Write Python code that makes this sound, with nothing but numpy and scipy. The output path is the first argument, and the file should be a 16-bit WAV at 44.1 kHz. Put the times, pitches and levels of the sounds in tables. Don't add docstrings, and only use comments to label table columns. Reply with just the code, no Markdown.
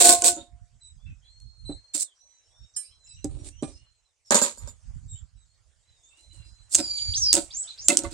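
import sys
import numpy as np
from scipy import signal
from scipy.fft import rfft, irfft
from scipy.io import wavfile
from scipy.ndimage import uniform_filter1d

SR = 44100
rng = np.random.default_rng(int(sys.argv[2]) if len(sys.argv) > 2 else 0)


def invert_db(x):
    u = np.asarray(x, float) / 20
    return 10 ** u


def unload_wav(signal):
    wavfile.write(
        sys.argv[1],
        SR,
        np.round(np.clip(np.atleast_2d(signal).T, -1, 1) * 32767).astype(np.int16),
    )


N = 358533

# f/Hz, density level/dB
GRIT_COLOUR = [(2470, -43.5), (4200, -13), (6600, -6.5), (7500, 4), (8800, -0.5), (10500, -17),
               (13600, -52), (22000, -120)]
# f/Hz, level/dB, t60/s
HELD_BAR = [(1230, -26, .2), (1695, -28, .22), (2417, -29, .12), (3080, -26, .15), (4000, -24, .15),
            (5362, -13, .14), (5970, -22, .17), (6788, -9, .14), (7580, -9, .09), (8600, 0, .21),
            (9105, -16, .18), (9534, -7, .2), (10400, -12, .2), (11400, -28, .1)]
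# f/Hz, level/dB, t60/s
DROPPED_BAR = [(3640, -13, .07), (4500, -13, .08), (5050, -10, .06), (6880, -3, .1), (7068, 0, .12),
               (7250, -4, .12), (7440, -5, .12), (7760, -6, .1), (8150, -8, .1), (8700, -11, .1),
               (10550, -19, .16), (11500, -16, .08), (12100, -20, .08), (14800, -26, .1)]


def evened(x):
    return x / np.sqrt(np.mean(x ** 2) + 1e-20)


def read(points, hz):
    f, value = np.transpose(points)
    return np.interp(np.log(hz + 1), np.log(f + 1), value)


def colour(x, points):
    size = x.shape[-1]
    gain = invert_db(read(points, np.fft.rfftfreq(size, 1 / SR)))
    return irfft(rfft(x) * gain, size)


def add(mix, s, sound):
    part = mix[:, round(s * SR):][:, :sound.shape[-1]]
    part += sound[..., :part.shape[1]]


def unroll(rows):
    s, *columns = np.transpose(rows)
    t = np.arange(s[0], s[-1], 1 / SR)
    window = signal.windows.tukey(len(t), min(1, 0.0094 / (t[-1] - t[0])))
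    return s[0], window, [np.interp(t, s, column) for column in columns]


def smooth(x, size):
    for _ in range(3):
        x = uniform_filter1d(x, size)
    return x


def spread(shape, same):
    a, b = rng.standard_normal((2, shape))
    return np.array([a, same * a + np.sqrt(1 - min(same, 1) ** 2) * b])


def ringing(modes, size=12000):
    t = np.arange(size) / SR
    return sum(invert_db(db - 60 * t / min(t60, .9)) * np.sin(2 * np.pi * hz * t) for hz, db, t60 in modes)


def echoes(x, stretch):
    # f/Hz, t60/s
    wall_decay = [(200, 0.097), (1000, 0.11), (4000, 0.083), (9000, 0.11), (16000, 0.009)]
    size = SR // 2
    taps = np.zeros((2, size))
    at = np.arange(200, size - 20, 20) + rng.integers(0, 20, (2, (size - 201) // 20))
    np.put_along_axis(taps, at, rng.choice([-1., 1.], at.shape), 1)
    hz, t, z = signal.stft(taps, SR, nperseg=256)
    fade = invert_db(-60 * t / (stretch * read(wall_decay, hz)[:, None]))
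    tail = signal.istft(z * fade, SR, nperseg=256)[1]
    return signal.fftconvolve(x, tail / np.linalg.norm(tail[0]), axes=1)[:, :N]


def wind():
    gusts = [(0, -47, 50, 36), (.54, -48.5, 292, 109.5), (1.12, -34, 85, 299.5), (1.74, -36, 60, 298),
             (2.65, -55, 109, 500), (3.02, -60, 102, 302.5), (3.319, -30.5, 141, 196),
             (3.56, -45, 200, 101), (3.831, -50, 31, 396.5), (4.659, -42.5, 200, 149.5),
             (5.0, -36.5, 67.5, 200), (5.15, -40, 150, 298), (5.3, -55, 107.5, 26), (6.31, -47, 400, 32),
             (6.81, -46, 103, 139.5), (7.103, -28.5, 314, 192.5), (7.26, -42, 154.5, 96),
             (8.06, -46, 38, 44)]
    # f/Hz, density level/dB
    rumble_colour = [(12, -37.5), (20, -9.5), (43, 6.5), (105, 0.5), (143, -11.5), (300, -33.5),
                     (520, -65.5), (880, -120)]
    wander = uniform_filter1d(uniform_filter1d(rng.standard_normal(N), 1500), 1500)
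    lumps = invert_db(5.5 * evened(wander))
    t = np.arange(N) / SR
    level = invert_db(-86)
    for s, db, build, lull in gusts:
        level = level + invert_db(db + np.minimum(build * (t - s), lull * (s - t)))
    rumble = evened(colour(lumps * spread(N, 0.045), rumble_colour))
    return level * rumble * invert_db([[-7.5], [5.2]])


def hiss():
    # t/s, level/dB
    yard_level = [(0, -74), (2.9, -70.5), (4.2, -75.5), (4.9, -67), (5.301, -73.5), (6.7, -67),
                  (6.899, -57.5), (8.13, -56)]
    # f/Hz, density level/dB
    rustle_colour = [(120, -50), (250, -21.5), (529, -8.5), (2210, -11.5), (3970, -13), (7680, -5),
                     (9700, -17), (10800, -34), (16000, -45)]
    hz, t, z = signal.stft(colour(spread(N, 0.42), rustle_colour), SR, nperseg=512)
    patches = uniform_filter1d(rng.standard_normal(z.shape[1:]), 8, 0)
    patches = evened(uniform_filter1d(patches, 10, 1))
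    rustle = signal.istft(z * invert_db(3.7 * patches), SR, nperseg=512)[1][:, :N]
    level = invert_db(np.interp(np.arange(N) / SR, *np.transpose(yard_level)))
    return level * evened(rustle) * invert_db([[-1.5], [1.5]])


def timber(s):
    # f/Hz, width/Hz, level/dB
    first_plank = [(290, 30, -14), (352, 22, -3), (490, 30, -7), (560, 35, -8), (704, 14, 3),
                   (704, 2.6, -25), (710, 2.6, -26), (950, 40, -14), (1062, 20, -9), (1064, 4, -25),
                   (1482, 26, -8.5)]
    small_block = [(243.2, 48.5, -1), (503, 90, -9), (581, 99, 3), (962, 130, 1), (1207, 350, 6),
                   (1570, 89, -3), (1819, 440, -2.5)]
    long_beam = [(207, 198, -6), (322, 34, 4), (565, 26, -3), (705, 24, -9), (921, 20, -14),
                 (1320, 45, -16), (1470, 30, -16)]
    dull_log = [(162.5, 36, -3), (300, 26, 7), (365, 110, 7), (550, 90, -1), (775, 16, -13),
                (1070, 50, -30)]
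    if s < .3:
        peaks = first_plank
    elif 4 < s < 5:
        peaks = small_block
    elif s > 5 or s < 1 or 1.9 < s < 2.2:
        peaks = long_beam
    else:
        peaks = dull_log
    modes = [(hz, db + 10 * np.log10(width / 30), 2.4 / width) for hz, width, db in peaks]
    body = ringing(modes, size=30000 if s < .3 else 9000)
    return signal.lfilter(*signal.butter(N=4, Wn=1.043 * peaks[0][0], btype="high", fs=SR), body)


def grains(size, per_s, uneven_db):
    sizes = invert_db(uneven_db * np.minimum(rng.exponential(1, size), 5))
    return sizes * (rng.random(size) < per_s / SR)


def move(s, hold, grit_top_db, wood_top_db, t60, rise, rise_db):
    load = [(s, rise_db if s > 0 else 0), (s + rise, 0), (s + rise + hold, 0),
            (s + rise + hold + .7 * t60, -42)]
    body = timber(s)
    s, window, (load_db,) = unroll(load)
    n = len(window)
    grit_db = grit_top_db + load_db
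    boom_db = wood_top_db + 1.3 * load_db
    clatter_db = .48 * grit_db + .52 * boom_db - 10.5
    fine_db = grit_db - 22.0 + 0.29 * (grit_db + 17.5)

    slips = signal.lfilter([1], [1, -.96], grains(n, 1500, 2.1)) + .5
    crunch = slips * spread(n, 0.14)
    # f/Hz, density level/dB
    fine_colour = [(9800, -54), (10600, 1), (12300, -4), (13200, -7), (14500, -7), (15900, -3), (16400, -59.5)]
    clatter_colour = [(1000, -34), (1500, -10.0), (2600, 1.5), (3100, -2.5), (3800, 6.0), (4500, 3.0),
                      (5200, -29.5)]
    grit = invert_db(grit_db - 2.5) * evened(colour(crunch, GRIT_COLOUR))
    grit += invert_db(fine_db) * evened(colour(crunch, fine_colour))
    clatter = invert_db(clatter_db) * evened(colour(crunch, clatter_colour))

    shaking = window * invert_db(boom_db - 1.5) * evened(slips * spread(n, 0.84))
    sound = signal.fftconvolve(shaking, body[None] / np.linalg.norm(body), axes=1)
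    sound = sound * invert_db([[-1.2], [1.2]])
    if 2.7 < s < 5:
        bar = ringing(HELD_BAR if s < 4 else DROPPED_BAR, size=4000)
        dragged = signal.fftconvolve(crunch, bar[None], axes=1)
        grit = 0.85 * grit + invert_db(grit_db - 6.5) * evened(dragged[:, :n])
    side_db = 1.8 if s < .3 else 3.5
    sound[:, :n] += window * invert_db([[-side_db], [side_db]]) * grit
    sound[:, :n] += window * invert_db([[-1.3], [1.3]]) * clatter
    return s, sound


def moves():
    # start t/s, hold/s, grit level/dB, wood shaking level/dB, fade t60/s
    scrapes = [(0, .115, -10, -21, .13), (.14, .01, -29, -39.5, .45), (.31, .01, -40, -45.5, 0.24),
               (1.934, .02, -24.5, -42, .16), (1.985, 0.032, -23, -61.5, .05), (3.29, .13, -62, -53, .3),
               (3.435, .04, -45, -52, 0.1), (4.25, .045, -61.5, -85.5, .02),
               (4.59, .09, -55.5, -56.5, 0.25), (6.0, .08, -71.5, -88, .3), (6.16, 0.033, -59, -77, 0.42),
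               (6.32, .03, -56, -66, 0.27), (6.44, .03, -62.5, -72.5, .3), (8.1, .015, -44, -46.5, .05)]
    landings = [(.365, .02, -55, -45, .3), (1.69, .015, -84, -40, .17), (2.765, .03, -50, -84, .3),
                (3.246, .003, -58, -33.5, .09), (3.626, .001, -45.5, -21.5, .1),
                (3.67, 0.012, -53.5, -47, .3), (4.308, .01, -23, -18.5, 0.22), (.239, .04, -12, -27, .13),
                (4.344, .03, -19.5, -24.5, .2), (4.416, .03, -26, -31, .25), (6.775, .02, -30.5, -29, .14),
                (6.83, .01, -48.5, -48.5, 0.36), (7.329, 0.0054, -22, -58, 0.27),
                (7.352, .02, -28, -26, .2), (7.886, .04, -26.5, -26, .16), (7.97, .04, -46, -37.5, 0.22),
                (8.035, .02, -41, -35, .12)]
    swings = [
        (6.692, .012, -21.5, -46, .17),
        (7.84, .004, -44, -52, .03),
        (3.59, .004, -58, -46, .03),
        (7.1, .09, -44, -80, .2),
    ]
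    out = np.zeros((2, N))
    # rise/s, level at its start/dB
    for rows, rise, rise_db in ((scrapes, .014, -14.5), (landings, .004, -14.5), (swings, .045, -36)):
        for row in rows:
            add(out, *move(*row, rise, rise_db))
    return out


def blow(s, db, thud_db):
    # f/Hz, density level/dB
    crack_colour = [(290, -60.5), (500, -41), (1800, -28), (2980, -18.5), (3750, -16.5), (4940, -11.5),
                    (7860, 0), (10700, -23), (16000, -39)]
    body = timber(s)
    t = np.arange(len(body)) / SR
    crack = colour(spread(len(t), 0.8), crack_colour)
    crack = crack * invert_db(-60 * t / 0.009) * (1 - np.exp(-t / .0006))
    scatter = evened(colour(spread(len(t), .3), GRIT_COLOUR)) * invert_db(-25 - 60 * t / .1)
    thud = body * (1 - np.exp(-t / 0.007))
    parts = crack / abs(crack[:, :200]).max() + scatter + invert_db(thud_db) * thud / abs(thud).max()
    return invert_db(db) * parts * invert_db([[-2.5], [2.5]])


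def blows():
    # t/s, peak level/dB, wood thud above the peak/dB
    knocks = [(0.2205, -5, -19), (0.2389, -11.5, -9.5), (0.3645, -33.5, -1.5), (1.4012, -46.5, -31.5),
              (1.693, -55.5, 31.5), (1.945, -29, -13), (3.244, -19, -2), (3.6245, -30, 12),
              (4.3071, -3.5, -12), (4.321, -10.5, -11.5), (4.3446, -3, -11.5), (4.3546, -6, -9),
              (4.3768, -14, -23), (4.416, -8.5, -8), (4.5093, -30.5, -12), (4.5741, -37.5, -8),
              (4.6743, -31, -10), (6.7472, 3, -48.5), (6.7515, 3, -38), (6.789, -22, -18),
              (1.42, -52, -31.5), (7.3291, 2.5, -43), (7.3392, -1.5, -23), (7.3519, -2.5, -31),
              (7.884, 5, -45.5), (7.9024, -9, -11.5), (7.9709, 1, -48), (7.9897, -12, -31),
              (8.0352, -23.5, -3.5)]
    out = np.zeros((2, N))
    for row in knocks:
        add(out, row[0], blow(*row))
    return out


def whistle(rows, partials, flutter, broken_db, hoarse=0.):
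    s, window, (hz, db) = unroll(rows)
    tremble, flicker = rng.standard_normal((2, len(hz)))
    quick = flutter * evened(smooth(tremble, size=40))
    slow = .006 * evened(smooth(flicker[::-1], size=900))
    turns = 2 * np.pi * np.cumsum(hz * (1 + quick + slow)) / SR
    tone = np.sin(turns) + sum(invert_db(d) * np.sin(k * turns) for k, d in partials)
    tone = tone * (1 + hoarse * evened(smooth(tremble[::-1], size=16)))
    level = invert_db(db + broken_db * evened(smooth(flicker, size=400)))
    return s, np.sqrt(2) * window * level * tone


def swoop(s, rise, length, top_hz, db, rest_hz, settle, full_hz, sinking_db):
    t = np.arange(0, length, .002)
    scoop = .4
    up = 1 - (1 - scoop) * np.clip(1 - t / rise, 0, 1) ** 2.3
    high = np.exp(-(np.maximum(t - rise, 0) / settle) ** 1.25)
    hz = up * (rest_hz + (top_hz - rest_hz) * high)
    faint_db = 16 * np.minimum(np.log2(hz / full_hz), 0)
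    return np.column_stack([s + t, hz, db + sinking_db * (1 - high) + faint_db])


def birds():
    # start t/s, end t/s, start f/Hz, end f/Hz, level/dB
    twitter = [(6.973, 6.999, 4480, 2850, -44), (6.968, 6.99, 9200, 5700, -44),
               (7.172, 7.192, 8900, 7300, -38), (7.175, 7.19, 10300, 8900, -48),
               (7.17, 7.2, 4300, 3500, -47.5), (7.21, 7.24, 9200, 8300, -49),
               (7.64, 7.655, 3300, 3000, -52), (7.67, 7.69, 3300, 4300, -45.5),
               (7.685, 7.72, 4300, 3700, -46), (7.7, 7.74, 3000, 4200, -52),
               (7.775, 7.795, 4400, 5600, -45.5), (7.5, 7.52, 4400, 4900, -47.5),
               (4.247, 4.3, 5600, 5100, -61), (2.736, 2.757, 6100, 4300, -55),
               (2.83, 2.86, 4500, 5300, -56.5), (2.86, 2.95, 5100, 5400, -65),
               (2.82, 2.93, 2200, 3300, -69.5), (3.04, 3.1, 7000, 7900, -57.5),
               (3.065, 3.12, 5500, 4900, -58.5), (3.06, 3.14, 2700, 2600, -68.5),
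               (3.115, 3.22, 5700, 6000, -64), (3.165, 3.197, 3000, 2600, -59.5),
               (3.51, 3.6, 2600, 3200, -66), (3.69, 3.78, 5000, 5300, -61.5), (3.75, 3.86, 2800, 2900, -69),
               (1.06, 1.12, 2700, 2450, -62.5), (1.215, 1.275, 3100, 3500, -64),
               (.81, .87, 5800, 6000, -74), (5.148, 5.192, 2900, 3460, -63.5),
               (6.032, 6.118, 6570, 8500, -62), (0.32, 0.36, 6200, 7450, -42.5),
               (.365, .42, 3600, 3750, -50), (8.12, 8.13, 4700, 4900, -42), (6.1, 6.2, 2600, 2900, -66),
               (6.3, 6.45, 3000, 2700, -66)]
    # t/s, length/s, f/Hz, level/dB, octave level/dB
    chirps = [
        (0.801, .16, 3984, -50.5, -51),
        (1.649, .15, 4074, -43, -52.5),
        (3.07, 0.15, 3950, -52.5, -54),
        (5.078, 0.15, 3785, -57.5, -44.5),
        (5.36, .14, 3890, -70.5, -69),
    ]
    far_notes = [(0.973, 0.12, 3450, 50, -73), (1.241, 0.83, 4287, -89, -59),
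                 (1.961, 0.17, 4090, -1100, -62.5), (2.147, 0.26, 5990, -21, -62.5),
                 (2.425, 0.27, 5595, -100, -65.5), (2.15, 0.39, 4100, -300, -73.5),
                 (2.498, .22, 3606, 197, -66.5), (2.716, 0.59, 4060, -52, -69.5),
                 (3.362, .43, 5860, 150, -65), (3.713, 0.29, 4280, -180, -71),
                 (4.021, 0.096, 4090, -550, -77.5), (5.463, 0.12, 4300, 148, -73.5),
                 (5.825, 0.19, 4040, -400, -70), (6.002, 0.15, 3615, 21, -65),
                 (6.126, 0.56, 4050, 30.5, -65.5), (6.429, 0.1, 5000, -5.5, -63)]
    # t/s, rise/s, length/s, top f/Hz, level/dB
    glides = [
        (6.773, .012, .36, 5184, -35),
        (7.134, .058, .195, 6606, -24.5),
    ]
    breaks = [
        (7.505, .122, .14, 7940, -32),
        (7.771, 0.1, .112, 7250, -34),
    ]
    # multiple of f, level/dB
    glide_partials = [
        [(.5, -29.5), (1.5, -12), (2, -21.5), (2.5, -62)],
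        [(1.5, -36), (2, -36)],
    ]
    hoarse = .3
    near, far = np.zeros((2, 2, N))
    for start, end, start_hz, end_hz, db in twitter:
        note = [(start, start_hz, db), (end, end_hz, db - 0.5)]
        add(near if 6.9 < start < 7.3 else far, *whistle(note, [], 0.012, 3.6, hoarse))
    for s, length, hz, db, octave_db in chirps:
        arch = [(s, hz, db - 8.5), (s + 0.25 * length, hz, db),
                (s + .5 * length, .97 * hz, db - 5.0), (s + length, hz, db - 52)]
        add(far, *whistle(arch, [(1.5, -35.5), (2, octave_db - db)], .008, 3.5))
    for s, length, hz, drift_hz, db in far_notes:
        scoop = min(.08, length / 3)
        note = [(s, .94 * hz, db - 8.5), (s + scoop, hz, db),
                (s + length - scoop, hz + 0.57 * drift_hz, db), (s + length, hz + drift_hz, db - 8.5)]
        add(far, *whistle(note, [(1.5, -22)], .005, 3.5))
    for row, partials in zip(glides, glide_partials):
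        note = swoop(*row, rest_hz=4640, settle=.05, full_hz=4780, sinking_db=3)
        add(near, *whistle(note, partials, .004, 2.4, .5 * hoarse))
    for row in breaks:
        note = swoop(*row, rest_hz=3000, settle=.009, full_hz=8100, sinking_db=-7.5)
        add(near, *whistle(note, [], .008, 3.5, hoarse))
    near[0] = np.roll(near[0], shift=12)
    near = near + invert_db(-6) * echoes(near, 2.2)
    far = far + invert_db(4.0) * echoes(far, 1.9)
    return invert_db([[-2.2], [.4]]) * near + invert_db([[-8], [-5.5]]) * far


def steel():
    # f/Hz, level/dB, t60/s
    offcut = [(1119.6, -3, 0.043), (1451, -2, 0.036), (2072, 8.5, 0.065), (2630, 10, 0.051)]
    # f/Hz, level/dB, t60/s
    resting_bar = [(1190, -3, .15), (1696, -14, .2), (2417, -8, .2), (3128, -14, .2), (3774, -14, .1),
                   (4985, -14, .2), (5701, -15, .2), (6089, -13, .2), (7547, -8, .15), (8193, -2, .2),
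                   (8441, -10, .2), (8559, -5, .22), (9109, -6, .2)]
    # t/s, level/dB, brightness/dB per octave
    strikes = [
        [(2.762, -16.5, 2.5), (3.29, -52.5, -8), (3.465, -54, 2)],
        [(4.309, -11, -2.5), (4.345, -7, 2.5), (4.417, -7.5, 3), (4.576, -32, 3), (4.676, -31, -4)],
        [(7.885, -29, 19), (7.9, -14, 0.1), (8.046, -25, -23.5)],
        [(3.628, -30, 0), (3.46, -52, 0.1)],
    ]
    chatters = (.02, .045, .02, .02)
    out = np.zeros((2, N))
    t = np.arange(2000) / SR
    for modes, hits, chatter in zip((HELD_BAR, DROPPED_BAR, offcut, resting_bar), strikes, chatters):
        for s, db, bright_db in hits:
            ring = ringing([(hz, level + bright_db * np.log2(hz / 2000), t60) for hz, level, t60 in modes])
            ring = ring * (1 - np.exp(-np.arange(len(ring)) / 60.))
            rattle = rng.standard_normal((2, 2000)) * invert_db(-30 * t / chatter - [[7], [0]])
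            ring = signal.fftconvolve(rattle, ring[None], axes=1)
            add(out, s, invert_db(db) * ring / abs(ring).max())
    return out


def scene():
    air = wind() + hiss() + birds()
    work = moves() + blows() + steel()
    aside = slice(round(4.2 * SR), round(5.0 * SR))
    work[1, aside] = np.roll(work[1, aside], 9)
    work = signal.sosfilt(signal.butter(N=3, Wn=120, btype="high", fs=SR, output="sos"), work)
    return work + invert_db(-14) * echoes(work, 1.1) + air


def roll_off(x):
    return signal.sosfilt(signal.butter(12, 16310, fs=SR, output="sos"), x)


def record(dry):
    return roll_off(np.clip(dry, -.96, .96))


dry = scene()
out = record(dry)
unload_wav(out)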